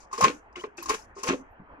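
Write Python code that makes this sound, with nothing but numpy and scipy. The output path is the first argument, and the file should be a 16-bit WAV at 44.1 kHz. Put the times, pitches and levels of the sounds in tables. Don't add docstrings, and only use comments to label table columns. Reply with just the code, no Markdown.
import sys
import numpy as np
from scipy import signal
from scipy.fft import rfft, irfft
from scipy.io import wavfile
from scipy.ndimage import uniform_filter1d

SR = 44100
rng = np.random.default_rng(int(sys.argv[2]) if len(sys.argv) > 2 else 0)


def natural_amplitude(level_db):
    exponent = np.asarray(level_db, float) / 20
    return 10 ** exponent


def materialize(psi):
    bounded = np.clip(np.atleast_2d(psi).T, -1, 1)
    quanta = np.round(bounded * 32767).astype(np.int16)
    wavfile.write(sys.argv[1], SR, quanta)


N = 79380
LAG_S = 0.00023

# t/s, clank peak level/dB, ring level/dB, t60/s
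BLOWS = [(0.112, -44.5, -42.5, 0.13), (0.128, -29, -29.5, 0.234), (0.176, -25, -32, 0.21),
         (0.21, -15, -18, 0.14), (0.223, -15.5, -19, 0.18), (0.236, -15.5, -15.5, 0.13),
         (0.242, -4, -28.5, 0.082), (0.243, -10, -13, 0.13), (0.261, -19.5, -38, 0.033),
         (0.279, -9.5, -40, 0.07), (0.291, -30, -38, 0.18), (0.556, -28, -42, 0.21),
         (0.638, -28.5, -30.5, 0.1), (0.779, -28.5, -60.5, 0.14), (0.823, -32.5, -37, 0.14),
         (0.857, -34, -34.5, 0.18), (0.886, -24, -30.5, 0.039), (0.894, -12, -20.5, 0.18),
         (0.905, -14.5, -9.5, 0.016), (0.944, -14.5, -24, 0.037), (1.166, -36.5, -44.5, 0.42),
         (1.232, -23.5, -31.5, 0.24), (1.271, -18, -30, 0.13), (1.285, -9, -33.5, 0.08),
         (1.296, -13, -23.5, 0.1), (1.313, -17, -35.5, 0.092), (1.333, -19.5, -28, 0.045)]


def evened(x):
    return x / np.sqrt(np.mean(x ** 2) + 1e-20)


def read(points, hz):
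    f, value = np.transpose(points)
    return np.interp(np.log(hz + 1), np.log(f + 1), value)


def add(mix, s, sound):
    part = mix[round(s * SR):][:len(sound)]
    part += sound[:len(part)]


def colour(x, points):
    gain = natural_amplitude(read(points, np.fft.rfftfreq(N, 1 / SR)))
    return irfft(rfft(x) * evened(gain), N)


def hump(u, peak):
    return np.sin(np.pi * u ** (np.log(0.5) / np.log(peak)))


def bursts(times, levels_db, decays, rises):
    grit_s, grit_db, same = 0.0015, 2, 0.35
    power, t = np.zeros(N), np.arange(SR // 2) / SR
    for s, db, t60, rise in np.broadcast(times, levels_db, decays, rises):
        attack = np.minimum(t / max(rise, 1 / SR), 1)
        add(power, s, (attack * natural_amplitude(db - 60 * t / max(t60, 0.01))) ** 2)
    roughness = evened(uniform_filter1d(rng.standard_normal(N), size=round(grit_s * SR)))
    a, b = rng.standard_normal((2, N))
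    stereo = np.array([a, same * a + np.sqrt(1 - same ** 2) * b])
    return np.sqrt(power) * evened(natural_amplitude(grit_db * roughness) * stereo)


def clank():
    # f/Hz, level/dB
    iron = [(760, -8), (1300, 2), (2150, 0), (2490, 2), (3400, -8), (4200, -11.5), (5850, -35),
            (9900, -120)]
    thud = [(60, -17.5), (250, -10.5), (700, -5)]
    s, db, _, t60 = np.transpose(BLOWS)
    rise = 0.003 + 0.1 * np.maximum(t60 - 0.12, 0)
    return natural_amplitude(-12) * colour(bursts(s, db, t60, rise), list(thud) + list(iron[1:]))


def handle_ring():
    # f/Hz, level/dB, share of the blow's t60
    bar_modes = [(1068, -1, 0.57), (896, -16.5, 0.95), (1224, -9, 0.4), (2440, -30.5, 0.26)]
    out, t = np.zeros(N), np.arange(SR // 3) / SR
    hz, mode_db, share = np.transpose(bar_modes)[:, :, None]
    s, _, ring_db, t60 = np.transpose(BLOWS)
    luck = rng.standard_normal((len(s), len(bar_modes), 2)) * (mode_db < mode_db.max())
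    for at, level_db, fade, draw in zip(s, ring_db, t60, luck):
        turns = hz * (1 + 0.025 * draw[:, 1:]) * (t + round(at * SR) / SR)
        fall = natural_amplitude(mode_db + 1.6 * draw[:, :1] - 60 * t / (share * fade))
        modes = fall * np.sin(2 * np.pi * turns)
        add(out, at, natural_amplitude(level_db + 5) * np.minimum(t / 0.0028, 1) * modes.sum(0))
    return out


def pin():
    # t/s, peak level/dB, t60/s, brightness/dB, rise/s
    rattles = [(0.0014, -49.5, 0.23, -25.5, 0.002), (.112, -49.5, 0.093, -30, .008),
               (0.1258, -38.5, 0.24, -20, 0.0035), (0.175, -32.5, 0.14, -19.5, 0.011),
               (0.2081, -24, 0.096, -17.5, 0.0018), (0.223, -24.5, 0.087, -31, 0.0062),
               (0.239, -17.5, 0.061, -21.5, 0.0023), (0.2812, -32, 0.065, -30.5, 0.0024),
               (.524, -57, 0.067, -30, .004), (0.557, -48.5, 0.29, -25, 0.005),
               (0.591, -45.5, 0.2, -21, 0.013), (0.7696, -42, 0.28, -25.5, 0.0075),
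               (0.827, -39, 0.14, -15.5, .004), (0.8567, -29.5, 0.048, -23, 0.0041),
               (0.88, -29.5, 0.07, -24.5, 0.011), (0.8915, -19, 0.079, -19, 0.0041),
               (.92, -36.5, .08, -14.5, .008), (0.939, -26.5, 0.072, -20.5, 0.0064),
               (0.98, -47.5, 0.17, -22, 0.0083), (1.02, -56, 0.13, -26, 0.0085),
               (1.147, -49.5, 0.45, -41.5, 0.025), (1.1817, -46, 0.24, -22, 0.006),
               (1.2307, -26, 0.088, -19.5, 0.0048), (1.257, -24, 0.096, -19, 0.019),
               (1.276, -23, 0.065, -24, 0.0083), (1.289, -23, 0.041, -34, 0.0043),
               (1.32, -41.5, 0.1, -28, .008)]
    # f/Hz, level/dB
    body = [(1760, -22), (2600, -11), (3300, -24), (4600, -8.5), (5100, -6), (6620, -4.5), (9500, -21),
            (12400, -49.5)]
    fizz = [(7500, -37.5), (9500, 2.5), (11600, -1), (12600, -28.5), (16000, -41.5)]
    sparkle = [(10500, -39), (12500, 4.5), (14500, -7), (16000, -5)]
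    s, db, t60, bright_db, rise = np.transpose(rattles)
    out = natural_amplitude(-4.5) * colour(bursts(s, db, t60, rise), body)
    out = out + colour(bursts(s, db + bright_db, t60, rise), fizz)
    return out + natural_amplitude(13.5) * colour(bursts(s, db + 2.08 * bright_db, t60, rise), sparkle)


def gulps():
    # t/s, level/dB, start f/Hz, length/s, pitch rise as a share
    pockets = [(.13, -46, 392, .034, 0.01), (.18, -36, 438, 0.084, 0.32), (.222, -35, 200.5, 0.022, -.3),
               (.23, -34, 124.5, .035, 0.16), (.238, -35, 297, 0.025, 0.25), (.245, -28, 402, 0.018, .1),
               (.255, -39, 193.5, 0.039, 0.34), (.268, -31.5, 410, 0.012, -0.26),
               (.27, -33.5, 498, 0.027, -0.23), (.28, -33.5, 324, 0.03, -.05),
               (.295, -41, 470.6, 0.03, 0.11), (.303, -49, 299, 0.015, 0.08),
               (.325, -47.5, 299.4, 0.028, -0.093), (.35, -52, 308.2, 0.029, 0.014),
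               (.565, -41, 354, .05, .01), (.638, -34.5, 400, .019, 0.15), (0.664, -44.5, 390, 0.022, 0.11),
               (.78, -45, 349, 0.0451, -.05), (.828, -53, 347, 0.027, -0.029),
               (.85, -48.5, 331.4, 0.054, -.05), (.897, -32, 391, 0.028, .2), (.92, -46, 344, 0.0089, -.2),
               (.932, -35.5, 476.6, 0.025, -0.12), (1.163, -46.5, 395, 0.065, 0.017),
               (1.232, -36, 357, 0.023, 0.4), (1.248, -37, 455.8, 0.058, 0.17),
               (1.285, -37, 151, 0.021, -0.0043), (1.288, -27.5, 335.3, 0.037, 0.13),
               (1.288, -33, 236.3, 0.038, .15), (1.304, -32.5, 265, 0.0205, .05),
               (1.32, -34, 284, 0.047, -0.042), (1.315, -27.5, 372, 0.026, 0.028),
               (1.33, -35.5, 499.4, 0.036, 0.019), (1.392, -47, 265.6, .04, 0.022),
               (1.597, -42.5, 179.7, 0.0096, -0.015), (1.613, -45, 197, 0.013, -0.095),
               (1.776, -55, 284.3, 0.037, -0.013), (.871, -51.5, 55.4, 0.099, -0.041),
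               (1.3, -48, 55.5, .054, 0.022)]
    # f/Hz, level/dB
    slosh = [(120, -32.5), (250, 1.5), (650, -3.5), (1000, -20.5), (3000, -91.5)]
    wobble, rough = 0.045, 0.34
    chance = uniform_filter1d(uniform_filter1d(rng.standard_normal((2, N)), size=150), size=120)
    waver = evened(chance[0] - uniform_filter1d(chance[0], size=900))
    flutter = evened(chance[1])
    out = np.zeros(N)
    for s, db, hz, length, glide in pockets:
        start = round(s * SR)
        u = np.arange(0, 1, 1 / (SR * length))[:N - start]
        cut = slice(start, start + len(u))
        pitch = hz * (1 + glide * u + wobble * waver[cut])
        swell = hump(u, 0.3) ** 0.57 * (1 + rough * flutter[cut])
        add(out, s, natural_amplitude(db) * np.sqrt(2) * swell * np.sin(2 * np.pi * np.cumsum(pitch) / SR))
    out = signal.sosfilt(signal.butter(4, 1500, fs=SR, output="sos"), out)
    churn = uniform_filter1d(abs(out), size=300) * rng.standard_normal(N)
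    return out + natural_amplitude(-9.5) * colour(churn, slosh)


def chirps():
    # t/s, length/s, level/dB, f/Hz
    squeaks = [(0.207, 0.0053, -20.5, 763), (.243, 0.023, -39, 820), (0.556, .01, -39, 2122),
               (.559, 0.0036, -32, 2890), (0.595, .012, -40, 2950), (0.608, 0.0061, -39.5, 3100),
               (.615, 0.013, -41.5, 1030), (0.637, 0.0054, -35.5, 1960), (0.771, 0.0036, -58, 11450),
               (.772, .003, -64, 14300), (.778, 0.016, -48, 805), (.78, 0.016, -39, 2600),
               (0.811, 0.015, -45.5, 2540), (0.827, 0.0041, -35, 11430), (0.823, .003, -55, 13300),
               (0.83, .003, -50, 15400), (.832, .01, -63, 14200), (0.889, 0.019, -34.5, 892),
               (0.991, 0.018, -44.5, 870), (1.021, 0.0093, -51, 5220), (1.5, .065, -77, 12250)]
    out = np.zeros(N)
    for s, length, db, hz in squeaks:
        t = np.arange(0, length, 1 / SR)
        tone = np.sin(2 * np.pi * hz * t * (1 + 0.076 * t))
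        add(out, s, natural_amplitude(db) * hump(t / length, 0.25) * tone)
    return out


def walls(x):
    # f/Hz, t60/s
    decay = [(400, 0.26), (2000, 0.17), (4000, 0.14), (6000, 0.29), (10000, 0.33)]
    taps = np.zeros((2, SR // 2))
    at = np.arange(100, SR // 2 - 20, 20)
    at = at + rng.integers(0, 20, (2, len(at)))
    np.put_along_axis(taps, at, rng.choice([-1., 1.], at.shape), 1)
    hz, t, z = signal.stft(taps, SR, nperseg=256)
    fall = natural_amplitude(-60 * t / read(decay, hz)[:, None])
    tail = signal.istft(z * fall, SR, nperseg=256)[1]
    return signal.fftconvolve(x, tail / np.linalg.norm(tail[0]), axes=1)[:, :N]


def ports(x):
    # f/Hz, left minus right level/dB
    tilt = [(60, 1), (500, -1), (1070, 1.5), (2200, 0.5), (3300, 5), (6200, 10), (8500, -1), (13000, -10.5)]
    # f/Hz, left lead/rad
    twist = [(1600, 0.0258), (2500, 2.9), (4200, 0.12)]
    hz = np.fft.rfftfreq(N, 1 / SR)
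    half_db = read(tilt, hz) / 2
    lead = read(twist, hz) - 2 * np.pi * hz * LAG_S
    return irfft(rfft(x) * [natural_amplitude(half_db) * np.exp(1j * lead), natural_amplitude(-half_db)], N)


def yard():
    # f/Hz, level/dB
    rumble = [(22, -8.5), (50, 7.5), (85, -6)]
    murmur = [(76, -50), (130, -12.5), (272, -5), (435, -6.5), (897, -2), (1720, -8), (3600, -32),
              (4680, -75), (7920, -120)]
    hiss = [(4500, -35), (7000, -50), (11500, -58), (13000, -72.5)]
    # t/s, level/dB
    bustle = [
        (1.68, -4),
        (1.73, 1),
        (1.8, -3.5),
    ]
    # f/Hz, likeness
    likeness = [(60, 0.97), (950, 0.49), (15000, 0.06)]
    frames, hz = N // 256 + 5, np.fft.rfftfreq(1024, 1 / SR)
    a, b, c, d, patches = rng.standard_normal((frames, 513, 5)).T
    patches = evened(uniform_filter1d(uniform_filter1d(patches, size=8, axis=0), size=8, axis=1))
    same = np.clip(read(likeness, hz), -1, 1)[:, None]
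    left, other = a + 1j * b, c + 1j * d
    late = np.exp(-2j * np.pi * hz * LAG_S)[:, None]
    z = np.array([left * late, same * left + np.sqrt(1 - same ** 2) * other])
    stir_db = np.interp(np.arange(frames) * 256 / SR, *np.transpose(bustle))
    spectrum_db = read(list(rumble) + list(murmur[1:-2]) + list(hiss), hz)[:, None]
    z *= natural_amplitude(spectrum_db + 2.2 * patches + stir_db)
    return natural_amplitude(-54) * evened(signal.istft(z, nperseg=1024, noverlap=768)[1][:, :N])


def scene():
    iron = pin() + clank()
    ring, water = handle_ring(), gulps()
    echo = walls(natural_amplitude(-8.5) * iron + natural_amplitude(-12) * water + natural_amplitude(-16.5) * ring)
    return ports(iron + ring + water + chirps() + echo) + yard()


def band_limit(x):
    return signal.sosfilt(signal.butter(12, 16500, fs=SR, output="sos"), x)


def power_db(power):
    return 10 * np.log10(abs(power) + 1e-20)


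def record(dry):
    gate_db, pass_db, faint_db, cut_db = -85.5, -81, -101, -10
    hz, t, z = signal.stft(dry, SR, nperseg=512, noverlap=384)
    power = uniform_filter1d((abs(z) ** 2).mean(0), size=5, axis=1)
    treble = power[(hz > 4500) & (hz < 9000)].mean(0)
    quiet = np.clip(gate_db - power_db(treble), 0, 1)
    quiet = quiet * np.clip((pass_db - power_db(power)) / 2, 0, 1)
    around = uniform_filter1d(power, size=15, axis=0)
    faint = np.clip((faint_db - power_db(around)) / 2, 0, 1)
    shut = np.maximum(quiet, faint) * (hz > 3300)[:, None]
    z = z * natural_amplitude(cut_db * shut) * (hz < 16000)[:, None]
    gated = signal.istft(z, SR, nperseg=512, noverlap=384)[1][:, :N]
    return band_limit(gated)


dry = scene()
out = record(dry)
materialize(out)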